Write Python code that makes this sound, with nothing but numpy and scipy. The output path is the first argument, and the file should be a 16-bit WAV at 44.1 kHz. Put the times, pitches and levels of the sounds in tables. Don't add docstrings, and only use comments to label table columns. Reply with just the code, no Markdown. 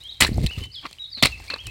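import sys
import numpy as np
from scipy import signal
from scipy.fft import rfft, irfft
from scipy.io import wavfile
from scipy.ndimage import uniform_filter1d

SR = 44100
rng = np.random.default_rng(int(sys.argv[2]) if len(sys.argv) > 2 else 0)


def bounce(signal):
    frames = np.transpose(np.atleast_2d(signal))
    limited = np.clip(frames, -1, 1)
    pcm = np.round(limited * 32767).astype(np.int16)
    wavfile.write(sys.argv[1], SR, pcm)


N = 74970
T = np.arange(N) / SR

# start_s, rise_s, fade_s, body_db, squelch_db, spray_db
# (fade_s is always the time a sound takes to drop by 60 dB)
SPURTS = [(0.203, 0.0056, 0.049, -19.5, -13.5, -12), (0.2203, 0.0015, 0.041, -17, -25, -18),
          (0.227, 0.0031, 0.11, -20.5, -15.5, -24), (0.244, 0.0043, 0.019, -21.5, -17, -37),
          (0.266, 0.002, 0.079, -54, -31, -31.5), (0.422, 0.021, 0.066, -54, -37, -43),
          (0.4635, 0.00053, 0.026, -42, -25, -28.5), (0.508, 0.00095, 0.021, -36.5, -37.5, -63),
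          (0.636, 0.0016, 0.048, -53, -35, -45), (0.821, 0.035, 0.06, -41.5, -43.5, -75),
          (0.854, 0.003, 0.052, -31.5, -45, -54), (0.862, 0.0024, 0.02, -36.5, -33, -49),
          (0.911, 0.0011, 0.0064, -41, -43, -42), (0.9283, 0.00096, 0.013, -63, -33.5, -37.5),
          (1.164, 0.02, 0.1, -45.5, -43, -60), (1.2241, 0.0018, 0.024, -17.5, -13.5, -13.5),
          (1.2304, 0.002, 0.042, -14, -6.5, -19.5), (1.244, 0.0078, 0.097, -24, -17.5, -30.5),
          (1.2558, 0.00041, 0.024, -19, -12, -17), (1.268, 0.002, 0.0087, -25.5, -19.5, -27.5),
          (1.3992, 0.00036, 0.015, -36, -47, -51), (1.4999, 0.00053, 0.057, -37.5, -29.5, -46),
          (1.507, 0.00085, 0.24, -38.5, -38.5, -58), (1.535, 0.00086, 0.029, -52, -36, -46.5),
          (1.5603, 0.00043, 0.024, -34, -41, -47.5), (1.666, 0.004, 0.013, -44, -28.5, -33)]
# pitch_hz, relative_db
BODY_TONE = [(40, -18.5), (120, -2), (260, 1), (420, -2.5), (700, -4), (1150, 1), (1600, -3.5),
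             (2300, -2.5), (6000, -48)]
SQUELCH_TONE = [(700, -39.5), (1500, -35.5), (2050, -0.5), (2800, -2.5), (3400, -6.5), (4200, 0),
                (4900, -11), (5800, -15.5), (12000, -64)]
SPRAY_TONE = [(2500, -29.5), (5200, -4.5), (6500, -9.5), (7500, -1.5), (9000, -4), (10300, -10),
              (11700, -9.5), (13500, -21), (16000, -13.5)]

def mud_spurts():
    shapes = np.array([swell(*row[:3]) for row in SPURTS])
    levels = from_db(np.array(SPURTS)[:, 3:])
    out = 0
    for level, tone in zip(levels.T, (BODY_TONE, SQUELCH_TONE, SPRAY_TONE)):
        loudness = np.sqrt(level ** 2 @ shapes ** 2)
        out += with_tone(loudness * snaps(per_s=5000, spread_db=1, hiss=0.28), tone)
    return out


# start_s, pitch_hz, level_db, fade_s, glide_octaves
POPS = [(.2105, 2048, -10, 0.021, -.1), (0.2149, 9170, -3.5, 0.0027, 0), (0.2196, 2002, 0, 0.015, 0.071),
        (0.2218, 2840, -5.5, 0.02, 0.18), (0.223, 4490, -10, 0.017, -0.2),
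        (.248, 4180, -12.5, 0.022, -0.087), (0.264, 1670, -19.5, 0.022, 0.16),
        (.279, 1870, -23, 0.011, -.1), (0.4628, 2733, -20, 0.023, 0.79), (0.4668, 4544, -21.5, 0.032, -0.3),
        (.853, 1068, -24, 0.039, 0.16), (0.854, 2660, -29, 0.012, 0.098), (0.985, 2930, -34.5, 0.022, .1),
        (1.2255, 703, -19.5, 0.068, 0), (1.2262, 3223, -5.5, 0.032, 0.66), (1.2365, 4420, -7, 0.016, -0.14),
        (1.271, 3990, -18, 0.028, -0.033), (1.401, 825, -37.5, 0.013, 0), (1.48, 4600, -31, 0.018, -.2),
        (1.5007, 1244, -21.5, 0.024, .9), (1.502, 4450, -20, 0.03, -.13),
        (1.537, 550, -19.5, 0.022, -0.042), (1.5362, 1134, -17.5, 0.017, -0.0055),
        (1.538, 1720, -28.5, 0.026, -0.069), (1.54, 4400, -22, 0.029, -0.21),
        (1.583, 4400, -36.5, 0.026, 0)]

def wet_pops():
    out = 0
    for start_s, hz, db, fade_s, glide_octaves in POPS:
        roughness = 1 + 0.54 * waver(samples=int(3 * SR / hz))
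        rise_s = 0.0003 + 1 / hz
        out += roughness * ring(start_s, hz, db, fade_s, rise_s, glide_octaves)
    return out


# start_s, pitch_hz, level_db, fade_s
THUMPS = [(0.21, 72.4, -22, 0.043), (0.289, 256, -14.5, 0.0051), (0.315, 180, -13.5, 0.031),
          (0.378, 138, -17.5, 0.15), (0.3794, 627, -18.5, 0.003), (0.4374, 410, -22, 0.0046),
          (0.848, 303, -35, 0.046), (1.172, 232, -40.5, 0.062), (.438, 143, -13, 0.029),
          (0.451, 62.8, -16, 0.17), (.575, 106.6, -19.5, 0.091), (1.227, 133, -14.5, 0.097),
          (1.226, 247.7, -12, 0.051), (1.245, 65.6, -29, 0.29)]

def low_thumps():
    return sum(ring(*row, rise_s=0.0031) for row in THUMPS)


# time_s, level_db
CRACKLE_LEVELS = [(0, -54), (.2, -59.5), (.225, -38), (.29, -48), (.42, -47), (.565, -48.5), (.585, -40.5),
                  (.658, -50.5), (.675, -62), (.9, -53.5), (1.1, -63.5), (1.22, -55), (1.29, -44.5),
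                  (1.35, -51), (1.46, -48.5), (1.6, -55), (1.7, -48.5)]
# pitch_hz, relative_db
CRACKLE_TONE = [(200, -0.5), (900, 3), (1450, -7.5), (2100, 6.5), (3200, -0.5), (4200, 6), (5200, -1),
                (6500, -6), (8300, -5), (10500, -11.5), (16000, -12)]

def mud_crackle():
    fizz = snaps(per_s=510, spread_db=2.5, hiss=0.89) + from_db(-2.5) * bubbles()
    return with_tone(from_db(curve(CRACKLE_LEVELS)) * unit_level(fizz), CRACKLE_TONE)


def bubbles(pitch_count=20, fade_cycles=48):
    bursts = snaps(per_s=1100, spread_db=3.5, hiss=0)
    pitch_choice = rng.integers(0, pitch_count, N)
    out = 0
    for k, hz in enumerate(np.geomspace(1100, 12000, pitch_count)):
        angle = 2 * np.pi * hz / SR
        decay = from_db(-60 * hz / (fade_cycles * SR))
        kicks = bursts * (pitch_choice == k) + 1e-18
        feedback = [1, -2 * decay * np.cos(angle), decay * decay]
        out += signal.lfilter([np.sin(angle), -np.sin(angle)], feedback, kicks)
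    return unit_level(out)


# start_s, level_db
DROPS = [(0.036, -43), (0.375, -38.5), (.658, -54), (.756, -46.5)]

def mud_drops():
    loudness = sum(from_db(db) * swell(start_s, rise_s=0.0003, fade_s=0.017) for start_s, db in DROPS)
    return with_tone(loudness * rng.standard_normal(N), SPRAY_TONE)


# time_s, level_db
GUST_LEVELS = [(0, -54.5), (.19, -55), (.22, -25), (.27, -29.5), (.345, -25.5), (.38, -20.5), (.42, -25),
               (.445, -20), (.49, -40.5), (.568, -45.5), (.58, -32.5), (.62, -29), (.635, -38.5),
               (.68, -42), (.72, -53), (1.05, -60), (1.21, -53.5), (1.26, -34), (1.37, -43.5),
               (1.41, -40.5), (1.46, -49.5), (1.62, -50.5), (1.68, -33), (1.7, -45)]
# pitch_hz, relative_db
RUMBLE_TONE = [(20, -42), (35, -17), (50, 2.5), (85, -2), (125, -9.5), (200, -22.5), (400, -26.5),
               (1000, -57.5), (3000, -107)]
FLUTTER_TONE = [(50, -39.5), (115, 4.5), (220, 6), (400, -9.5), (750, -22), (1100, -43.5), (3000, -63)]

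def air_buffeting():
    gust_db = curve(GUST_LEVELS)
    flutter_db = -27.5 + 2.06 * (gust_db + 21)
    rumble = from_db(gust_db) * steady_noise(RUMBLE_TONE, samples=1500)
    flutter = from_db(flutter_db) * steady_noise(FLUTTER_TONE, samples=1200)
    return rumble + flutter


# time_s, pitch_hz, level_db
BIRD_NOTES = [
    [(.005, 3600, -46), (.032, 4110, -46)],
    [(.028, 2840, -52), (.046, 3190, -39), (.065, 3220, -39.5), (.077, 3310, -40), (.092, 3720, -39.5),
     (.112, 4080, -42.5), (.13, 3710, -41)],
    [(.476, 2514, -48), (.5, 2623, -37), (.52, 3020, -38), (.548, 2780, -44.5), (.567, 2700, -37.5)],
    [(.608, 3040, -51), (.635, 3008, -34.5), (.658, 3037, -45)],
    [(.715, 4214, -43), (.732, 5210, -54.5), (.747, 4380, -37), (.756, 3466, -39), (.797, 3120, -36.5)],
    [(.992, 3836, -43), (1.018, 3838, -37.5), (1.066, 3750, -40.5)],
    [(1.102, 5170, -58), (1.122, 4750, -44.5), (1.134, 4490, -32), (1.142, 4480, -55), (1.15, 4240, -31.5),
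     (1.18, 3880, -44.5), (1.206, 3500, -39)],
    [(1.308, 2774, -45), (1.333, 2660, -35.5), (1.357, 2505, -43)],
    [(1.476, 2180, -47), (1.495, 2430, -40), (1.518, 2722, -36), (1.535, 2617, -33.5), (1.55, 2500, -45.5)],
    [(1.581, 2600, -50), (1.593, 3070, -39.5), (1.614, 3283, -39.5), (1.632, 3170, -70)],
    [(1.657, 3150, -36), (1.676, 2520, -44.5), (1.699, 2630, -39.5)],
]
# start_s, end_s
BIRD_BUZZES = [(0.105, .135), (1.041, 1.068)]

def songbird(buzz_per_s=310, buzz_depth_hz=210, edge_s=0.0032):
    buzz_on = sum(1.0 * ((T > start_s) & (T < end_s)) for start_s, end_s in BIRD_BUZZES)
    buzz_hz = uniform_filter1d(buzz_on, size=200) * buzz_depth_hz * np.sin(2 * np.pi * buzz_per_s * T)
    wobble_hz = 27.8 * waver(samples=120) + buzz_hz
    wobble_db = 2 * waver(samples=200)
    direct, scattered = 0, 0
    for note in BIRD_NOTES:
        times, hz, db = np.transpose(note)
        pitch = uniform_filter1d(np.interp(T, times, hz), size=260) + wobble_hz
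        note_on = np.clip(np.minimum(T - times[0], times[-1] - T) / edge_s + 0.5, 0, 1)
        level = np.sin(note_on * np.pi / 2) ** 2 * from_db(np.interp(T, times, db) + wobble_db)
        whistle = level * np.sqrt(2) * np.sin(2 * np.pi * np.cumsum(pitch) / SR)
        scatter_db = -4.5 + 10.5 * np.log2(pitch / 3720)
        direct += whistle
        scattered += whistle * from_db(scatter_db)
    return direct, scattered


def outdoor_echo(sound, delay_s, fade_s):
    tail = rng.standard_normal(N) * swell(delay_s, 0.002, fade_s)
    return signal.fftconvolve(sound, tail / np.linalg.norm(tail))[:N]


# pitch_hz, relative_db
AIR_TONE = [(30, 11), (100, -8), (250, 0.5), (700, -18), (1500, -3.5), (3200, -20), (6000, -6.5),
            (9000, -7.5), (16000, -20)]

def background_air():
    return from_db(-66) * with_tone(rng.standard_normal(N), AIR_TONE)


def from_db(db):
    return 10 ** (np.asarray(db) / 20)


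def unit_level(sound):
    return sound / np.sqrt(np.mean(sound ** 2) + 1e-20)


def curve(points):
    return np.interp(T, *np.transpose(points))


def with_tone(sound, tone, size=4096):
    hz, db = np.transpose(tone)
    grid_hz = np.maximum(np.arange(size // 2 + 1) * SR / size, 1)
    gains = from_db(np.interp(np.log(grid_hz), np.log(hz), db))
    cepstrum = irfft(np.log(gains))
    cepstrum[1:size // 2] *= 2
    cepstrum[size // 2 + 1:] = 0
    response = irfft(np.exp(rfft(cepstrum)))
    return signal.fftconvolve(sound, response / np.linalg.norm(response))[:N]


def steady_noise(tone, samples):
    noise = with_tone(rng.standard_normal(N), tone)
    return noise / np.sqrt(uniform_filter1d(noise ** 2, samples) + 1e-9)


def snaps(per_s, spread_db, hiss):
    sizes = from_db(spread_db * np.minimum(rng.exponential(1, N), 5))
    signs = rng.choice([-1, 1], N)
    clicks = sizes * signs * (rng.random(N) < per_s / SR)
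    return unit_level(unit_level(clicks) + hiss * rng.standard_normal(N))


def swell(start_s, rise_s, fade_s):
    age = T - start_s
    return np.clip(age / rise_s, 0, 1) * from_db(-60 * np.clip((age - rise_s) / fade_s, 0, 4))


def ring(start_s, hz, db, fade_s, rise_s, glide_octaves=0, settle_s=0.005):
    settled = 1 - np.exp(-np.maximum(T - start_s, 0) / settle_s)
    pitch = hz * 2 ** (glide_octaves * settled)
    wave = np.sin(2 * np.pi * np.cumsum(pitch * (T >= start_s)) / SR)
    return from_db(db) * swell(start_s, rise_s, fade_s) * wave


def waver(samples):
    return unit_level(uniform_filter1d(uniform_filter1d(rng.standard_normal(N), samples), samples))


def scene():
    mud = mud_spurts() + wet_pops() + mud_crackle() + mud_drops()
    song, scattered = songbird()
    far_echo = outdoor_echo(scattered + from_db(-34) * mud, delay_s=0.016, fade_s=0.5)
    near_echo = from_db(-1) * outdoor_echo(scattered, delay_s=0, fade_s=0.07)
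    air = background_air()
    return (mud + low_thumps() + air_buffeting() + song + near_echo + far_echo + air)[None]


def record(dry):
    cutoff_hz = 15900
    treble_cut = signal.ellip(12, 0.1, 80, cutoff_hz, fs=SR, output="sos")
    return signal.sosfilt(treble_cut, np.clip(dry, -1, 1))


dry = scene()
out = record(dry)
bounce(out)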